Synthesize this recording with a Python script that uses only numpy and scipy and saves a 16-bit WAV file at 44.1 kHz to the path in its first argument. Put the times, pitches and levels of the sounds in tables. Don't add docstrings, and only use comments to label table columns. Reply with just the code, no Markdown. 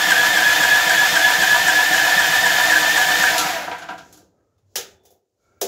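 import sys
import numpy as np
from scipy import signal
from scipy.fft import rfft, irfft, next_fast_len
from scipy.io import wavfile
from scipy.ndimage import map_coordinates

SR = 44100
rng = np.random.default_rng(int(sys.argv[2]) if len(sys.argv) > 2 else 0)


def dump_mix(stems):
    frames = np.atleast_2d(stems).T
    limited = np.clip(frames, -1, 1)
    pcm = np.round(limited * 32767).astype(np.int16)
    wavfile.write(sys.argv[1], SR, pcm)


N = 250047
T = np.arange(N) / SR

RELEASE_S, COAST_S, REST_S = 3.345, 3.485, 4.19


def amp(db):
    return 10 ** (np.asarray(db) / 20)


def unit(x):
    return x / np.sqrt(np.mean(x ** 2) + 1e-20)


def along(points, hz):
    point_hz, value = np.transpose(points)
    return np.interp(np.log(hz + 1), np.log(point_hz + 1), value)


def curves(rows, at=T):
    position, *columns = np.transpose(rows)
    return [np.interp(at, position, column) for column in columns]


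def wobble(rate):
    points = rng.standard_normal(int(N * rate / SR) + 4)
    return map_coordinates(points, [T * rate])


def filtered(x, response):
    size = next_fast_len(len(x) + SR // 8)
    spectrum = rfft(x, size) * response(np.fft.rfftfreq(size, 1 / SR))
    return irfft(spectrum, size)[:len(x)]


def modes(table):
    def response(f):
        total = 0
        for k, (center, width, db) in enumerate(table):
            damping = 1j * f * width
            total = total + (-1) ** k * amp(db) * damping / (center * center - f * f + damping)
        return total
    return response


def shaped(spectrum):
    return lambda hz: amp(along(spectrum, hz))


def tilted(spectrum, slope_db):
    return lambda hz: amp(along(spectrum, hz) + slope_db * np.log2(np.maximum(hz, 1500) / 5000))


def noise(response, gate=1, size=N):
    return unit(filtered(gate * rng.standard_normal(size), response))


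FIRST_S = 0.07
PACE, PACE_GAIN = 3.788, 0.0364


def cycles(t):
    since = t - FIRST_S
    return (PACE + PACE_GAIN * since / 2) * since


# place as a share of the cycle, half width as a share, then lifts in dB for the whine at first,
# the whine later, the housing knocks, the deep rattle and the bright rattle.
SWELLS = [(.06, 0.05, 7, 12, -5.5, 5, 4), (.18, 0.053, 10, -1, 15, 3.5, 9),
          (.33, 0.064, -12.5, -8.5, 14.5, 0.5, 5.5), (.44, 0.12, 9.5, 0.5, 4, 1.5, -3),
          (.68, 0.13, 3.5, 7.5, 7, 1, 8.5), (.87, 0.067, 5, 6, 2.5, -1, 2)]
REST_DB = (-4, -7.5, -5, -0.5, -2)


def swells(share):
    at, half_width, *lifts = np.transpose(SWELLS)
    distance = (share[:, None] - at + .5) % 1 - .5
    bumps = np.exp(-(distance / half_width) ** 2)
    return [rest + bumps @ lift for rest, lift in zip(REST_DB, lifts)]


REST_FADE = 89


def coasting(db, fade):
    return db - fade * np.maximum(T - COAST_S, 0) - REST_FADE * np.maximum(T - REST_S, 0)


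GEAR = [(0, 443, 465), (.07, 464, 465), (.18, 418, 416), (.25, 424, 434), (.35, 441, 439), (.55, 446, 446),
        (.72, 450, 454), (1, 480, 465)]


def gear_turning(share, late):
    teeth, teeth_late = curves(GEAR, share)
    pace = PACE + PACE_GAIN * (T - FIRST_S)
    tooth_hz = (teeth + late * (teeth_late - teeth)) * pace
    return 2 * np.pi * np.cumsum(tooth_hz * (1 + 0.002 * wobble(70))) / SR


# pitch as a multiple of the tooth rate, level in dB at first, level in dB later,
# flutter in dB; the swells move these levels.
WHINE = [(1, -28.5, -25.5, -0.54), (.967, -38.5, -37, 4), (1.033, -44.5, -34.5, 3),
         (1.066, -43.5, -36.5, 1.5), (2, -29.5, -43, 2), (2.033, -39.5, -30, 1.5)]
# pitch in Hz, width in Hz, relative level in dB.
HOUSING = [(1560, 23, 13.5), (1703.4, 24.4, 18), (1771.4, 16.3, 12.5), (1815, 31, 11)]


def gear_whine(tooth, late, engaged, first_db, late_db):
    tones = 0
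    for multiple, db, end_db, flutter_db in WHINE:
        level_db = db + late * (end_db - db) + flutter_db * wobble(45)
        tones = tones + amp(level_db) * np.sin(multiple * tooth)
    whine = amp(first_db + late * (late_db - first_db)) * engaged * tones
    return whine + filtered(whine, modes(HOUSING))


# pitch in Hz, width in Hz, relative level in dB.
GEARBOX = [(2104, 19, 2), (2286, 23.5, -2.5), (2486, 35, 5.5), (2511, 67, -1), (2686, 13, -0.5),
           (2962, 14, 5), (3128, 37, 2), (3306, 10, 5.5), (3575, 81, 0), (4457, 24, -4), (5160, 40, -4),
           (6210, 44, -15), (7000, 55, -2.5), (8390, 29, -5)]


def tooth_knocks(turn, knock_db):
    shake = amp(-22.5) * noise(modes(HOUSING), amp(knock_db) * turn)
    gears = amp(-27) * noise(modes(GEARBOX), turn)
    return shake + gears


STIR_DB, STIR_RISE_S, STIR_FADE = -5, 0.008, 278


def stirred():
    total = 0
    for start, _, body_db, *_ in CLUNKS:
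        since = np.maximum(T - start, 0)
        fade = amp(body_db + STIR_DB - STIR_FADE * since)
        total = total + fade * (1 - np.exp(-since / STIR_RISE_S))
    return total


# pitch in Hz, width in Hz, relative level in dB.
DEEP = [(72, 14, -29), (104, 12, -25.5), (185.5, 12, -15.5), (309.7, 13, -10), (493.2, 12.6, -10),
        (667.3, 13, -2.5), (745.3, 23.7, -0.5)]
# pitch in Hz, width in Hz, relative level in dB.
BRIGHT = [(968, 20, 5.5), (1204, 14, 0), (1385, 99, -4.5), (1505, 69, -12.5)]
RATTLE_DB, RATTLE_FADE = -29, 58


def casing_rattle(turn, late, engaged, deep_db, bright_db):
    deep = amp(deep_db * engaged - 0.5) * noise(modes(DEEP), turn)
    bright = amp(bright_db * engaged - 2.5) * noise(modes(BRIGHT), turn)
    level = amp(coasting(RATTLE_DB, RATTLE_FADE) + 0.52 * (2 - late))
    return (level + stirred()) * (deep + bright)


# frequency in Hz, relative level in dB per Hz.
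GRIND = [(24, -70.5), (40, -25.5), (312, -28), (422, -22), (751, -7), (852, -12), (965, -12), (1090, -18.5),
         (1720, -5.5), (2000, -10), (3560, -13.5), (7000, -16), (9220, -29), (11000, -22), (16000, -24.5)]
GRIND_DB, GRIND_FADE = -22.5, 77
LOAD_DB = 2
DULL_FROM_S, DULL_TO_S = 3.41, 3.916


def gear_grind(engaged):
    sharp = noise(shaped(GRIND))
    blunt = filtered(sharp, tilted([(1, -2)], -8))
    dull = np.interp(T, [DULL_FROM_S, DULL_TO_S], [0, .9])
    level_db = coasting(GRIND_DB, GRIND_FADE) + LOAD_DB * engaged + 0.612 * wobble(30)
    return amp(level_db) * ((1 - dull) * sharp + dull * blunt)


# frequency in Hz, relative level in dB per Hz.
RUMBLE = [(18, -50), (30, -21.5), (129, -15.5), (178, 2.5), (220, -13.5), (303, -0.5), (350, -5.5),
          (460, -37), (770, -120)]
RUMBLE_DB, RUMBLE_FADE = -47.5, 13


def frame_rumble():
    level_db = coasting(RUMBLE_DB, RUMBLE_FADE) + 1.8 * wobble(14)
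    return amp(level_db) * noise(shaped(RUMBLE))


SETTLE_FROM_S, SETTLE_TO_S = 1.3, 2.1


def starter():
    share = cycles(T) % 1
    late = np.interp(T, [SETTLE_FROM_S, SETTLE_TO_S], [0, 1])
    engaged = 1 / (1 + np.exp((T - RELEASE_S) / 0.017))
    first_db, late_db, knock_db, deep_db, bright_db = swells(share)
    tooth = gear_turning(share, late)
    turn = 1 + .5 * np.cos(tooth / 30)
    whine = gear_whine(tooth, late, engaged, first_db, late_db)
    knocking = engaged * tooth_knocks(turn, knock_db)
    rattle = casing_rattle(turn, late, engaged, deep_db, bright_db)
    return whine + knocking + rattle + gear_grind(engaged) + frame_rumble()


# place as a share of the cycle, pitch in Hz at the pulse's middle, pitch rise in Hz a second,
# relative level in dB, half length in seconds.
THUMPS = [(.04, 175, -0.5, -7, 0.0077), (.52, 150, 1300.5, -14, 0.016), (0.2, 75, -1.5, -22.5, 0.042),
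          (0.61, 120, 0, -16, 0.01), (.86, 100, -2, -17, .012)]
THUMP_DB, TICK_DB = -25.5, -26
STROKE_SCATTER_DB = 1.2


def piston():
    out, t = np.zeros(N + SR), T[:SR // 5]
    starts = np.interp(np.arange(int(cycles(COAST_S)) + 3), cycles(T), T)
    u = t - .07
    for start, after in zip(starts, starts[1:]):
        thump_db, tick_db = rng.normal([THUMP_DB, TICK_DB], STROKE_SCATTER_DB)
        for share, hz, rise, db, half in THUMPS:
            at = start + share * (after - start)
            swell = amp(thump_db + db) * np.exp(-(u / half) ** 2)
            pulse = swell * np.sin(2 * np.pi * (hz * u + rise * u * u / 2))
            if at < COAST_S + .03:
                out[round((at - .07) * SR):][:len(t)] += pulse
        tick = noise(modes([(7920, 780, -3), (5280, 1200, -6.5)]), size=len(t)) * amp(-60 * t / 0.16)
        if start < RELEASE_S:
            out[round((start + .13 * (after - start)) * SR):][:len(t)] += amp(tick_db) * tick
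    return out[:N]


# time in seconds, base level of the low noise in dB, level of the high noise in dB.
FAINT_LEVELS = [(4.2, -58, -59.5), (4.34, -65, -83), (4.64, -73, -87), (4.75, -64, -69), (4.8, -58, -54),
                (4.92, -66, -59), (5.0, -73, -80), (5.14, -65, -85.5), (5.24, -84, -89), (5.36, -75, -86),
                (5.44, -68.5, -75), (5.67, -61.5, -81)]
# frequency in Hz, relative level in dB per Hz.
LOW = [(25, -27.5), (60, -8), (100, -1), (140, -17.5), (250, -13), (450, -7.5), (650, -14), (1000, -26),
       (2500, -44.5), (5000, -100)]
# frequency in Hz, relative level in dB per Hz.
HIGH = [(1500, -21.5), (3000, -8), (7000, 2), (8500, -14.5), (16000, -13)]
# start in seconds, time in seconds shortly before it has faded out, pitch in Hz, width in Hz,
# level in dB at full swell.
TONES = [(4.455, 4.75, 97, 9.3, -64.5), (4.777, 5.1, 74.9, 6.6, -65), (4.3, 4.6, 1280, 58, -79),
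         (4.35, 4.42, 1624, 90, -74), (4.8, 5.15, 3500, 18, -73), (5.37, 5.669, 1357, 35, -70),
         (5.38, 5.67, 2240, 60, -79), (5.42, 5.676, 1590, 40, -80)]


def faint_noise():
    low_db, high_db = curves(FAINT_LEVELS)
    low = amp(low_db + 1.5 * wobble(22)) * noise(shaped(LOW))
    faint = low + amp(high_db) * noise(shaped(HIGH))
    for start, end, hz, width, db in TONES:
        swell = np.clip(np.minimum(T - start, end - T + 0.041) / 0.11, 0, 1)
        faint = faint + amp(db) * swell * noise(modes([(hz, width, 0)]))
    return faint


def microphone_hiss():
    return amp(-90) * noise(lambda hz: 1 / np.sqrt(hz + 3000))


# frequency in Hz, time in seconds to fall by 60 dB.
ROOM = [(200, 0.99), (530, 0.14), (1400, 0.37), (3700, 0.26), (10000, 0.19)]


def room():
    hz, t, bands = signal.stft(rng.standard_normal(SR // 2), SR, nperseg=128)
    fading = bands * amp(-60 * t / along(ROOM, hz)[:, None])
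    tail = signal.istft(fading, SR, nperseg=128)[1][:SR // 2]
    return tail / np.linalg.norm(tail)


def knocks(events, snap, body, wet_db):
    out, t = np.zeros(N + SR), T[:SR // 2]
    for start, snap_db, body_db, length, tilt_db in events:
        burst = amp(-60 * t / length) * rng.standard_normal(len(t))
        burst = burst + amp(wet_db) * np.linalg.norm(burst) * room()
        burst = burst + 1.09 * amp(-60 * t / 0.0029) * rng.standard_normal(len(t))
        crack = filtered(burst, tilted(snap, tilt_db))
        blow = filtered(burst, modes(body))
        both = amp(snap_db) * crack / np.abs(crack).max() + amp(body_db) * blow / np.abs(blow).max()
        out[round(start * SR):][:len(t)] += both * (1 - np.exp(-t / 0.00079))
    return out[:N]


# start in seconds, snap level in dB, body level in dB, time in seconds for the burst to fall
# by 60 dB, treble tilt of the snap in dB an octave.
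CLUNKS = [(3.3795, -3, -34, .012, 0), (3.395, -20, -42, .03, -4.5), (3.676, -36.5, -20.5, .017, -5),
          (3.714, -21, -25, 0.04, -16), (3.783, -28.5, -49, .036, -1.5), (3.82, -31, -29.5, .025, -9),
          (3.887, -24.5, -23.5, .023, -14.5), (3.905, -41, -31, 0.01, -8), (3.979, -35, -37, 0.021, -6),
          (4.126, -36.5, -53.5, 0.033, 3.5), (4.172, -43, -54.5, .029, 5)]
# frequency in Hz, relative level in dB per Hz.
CLUNK_SNAP = [(500, -80), (1200, -34.5), (2000, -2.5), (3300, 5.5), (5300, 4.5), (7000, 8.5), (9000, -8),
              (10600, 2.5), (16000, -9.5)]
# pitch in Hz, width in Hz, relative level in dB.
CLUNK_BODY = [(706, 94, -2.5), (980, 84, -4), (1340, 100, -6.5), (1576, 36, 4)]


def stopping_knocks():
    return knocks(CLUNKS, CLUNK_SNAP, CLUNK_BODY, wet_db=8.5)


# start in seconds, time held in seconds, pitch in Hz, sinking in Hz a second, base level in dB.
WHIRS = [(3.39, .035, 1374, 1203, -21), (3.42, 0.18, 830, 1150, -33.5)]
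WHIR_RISE, WHIR_FADE = 1500, 220


def spin_down():
    out = 0
    for start, held, hz, sinks, db in WHIRS:
        rise_db = WHIR_RISE * np.maximum(start - T, 0)
        fade_db = WHIR_FADE * np.maximum(T - start - held, 0)
        level_db = db - rise_db - fade_db
        pitch = np.maximum(hz - sinks * np.maximum(T - start, 0), 0)
        pitch = pitch * (1 + 0.021 * wobble(80))
        out = out + amp(level_db + 3 * wobble(60)) * np.sin(2 * np.pi * np.cumsum(pitch) / SR)
    return out


# start in seconds, snap level in dB, panel level in dB, time in seconds for the burst to fall
# by 60 dB, treble tilt of the snap in dB an octave.
KEY = [(4.580, -61, -65, 0.018, -1), (4.7565, -5, -28, 0.02, 1), (5.035, -51, -55, .015, 5),
       (5.052, -34.5, -49, .008, 4), (5.105, -37, -49.5, .006, 7.5), (5.125, -65, -55, .02, -2),
       (5.152, -66.5, -56, .015, 4), (5.613, -4, -17, 0.048, 3.5)]
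# frequency in Hz, relative level in dB per Hz.
KEY_SNAP = [(410, -24), (700, 1), (984, -9.5), (1050, -28), (1210, -9.5), (1800, -7.5), (2080, -11),
            (3790, -3.5), (4320, -8), (4800, -5), (6740, -1.5), (8990, -18), (10300, -10), (15000, -13),
            (16000, -7)]
# pitch in Hz, width in Hz, relative level in dB.
PANEL = [(200, 43, -24.5), (384.4, 34, -2), (492.5, 54, -2.5), (710, 56, -2.5)]


def key_clicks():
    return knocks(KEY, KEY_SNAP, PANEL, wet_db=7.5)


def scene():
    engine = starter() + piston() + stopping_knocks() + spin_down()
    mono = engine + faint_noise() + microphone_hiss() + key_clicks()
    return np.array([mono, mono])


TOP_HZ = 15850


def record(dry):
    def response(hz):
        edge = np.clip((TOP_HZ - hz) / 200, 0, 1) ** 2
        return edge / (1 + (45 / (hz + 1)) ** 4)
    return np.array([filtered(channel, response) for channel in dry])


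dry = scene()
out = record(dry)
dump_mix(out)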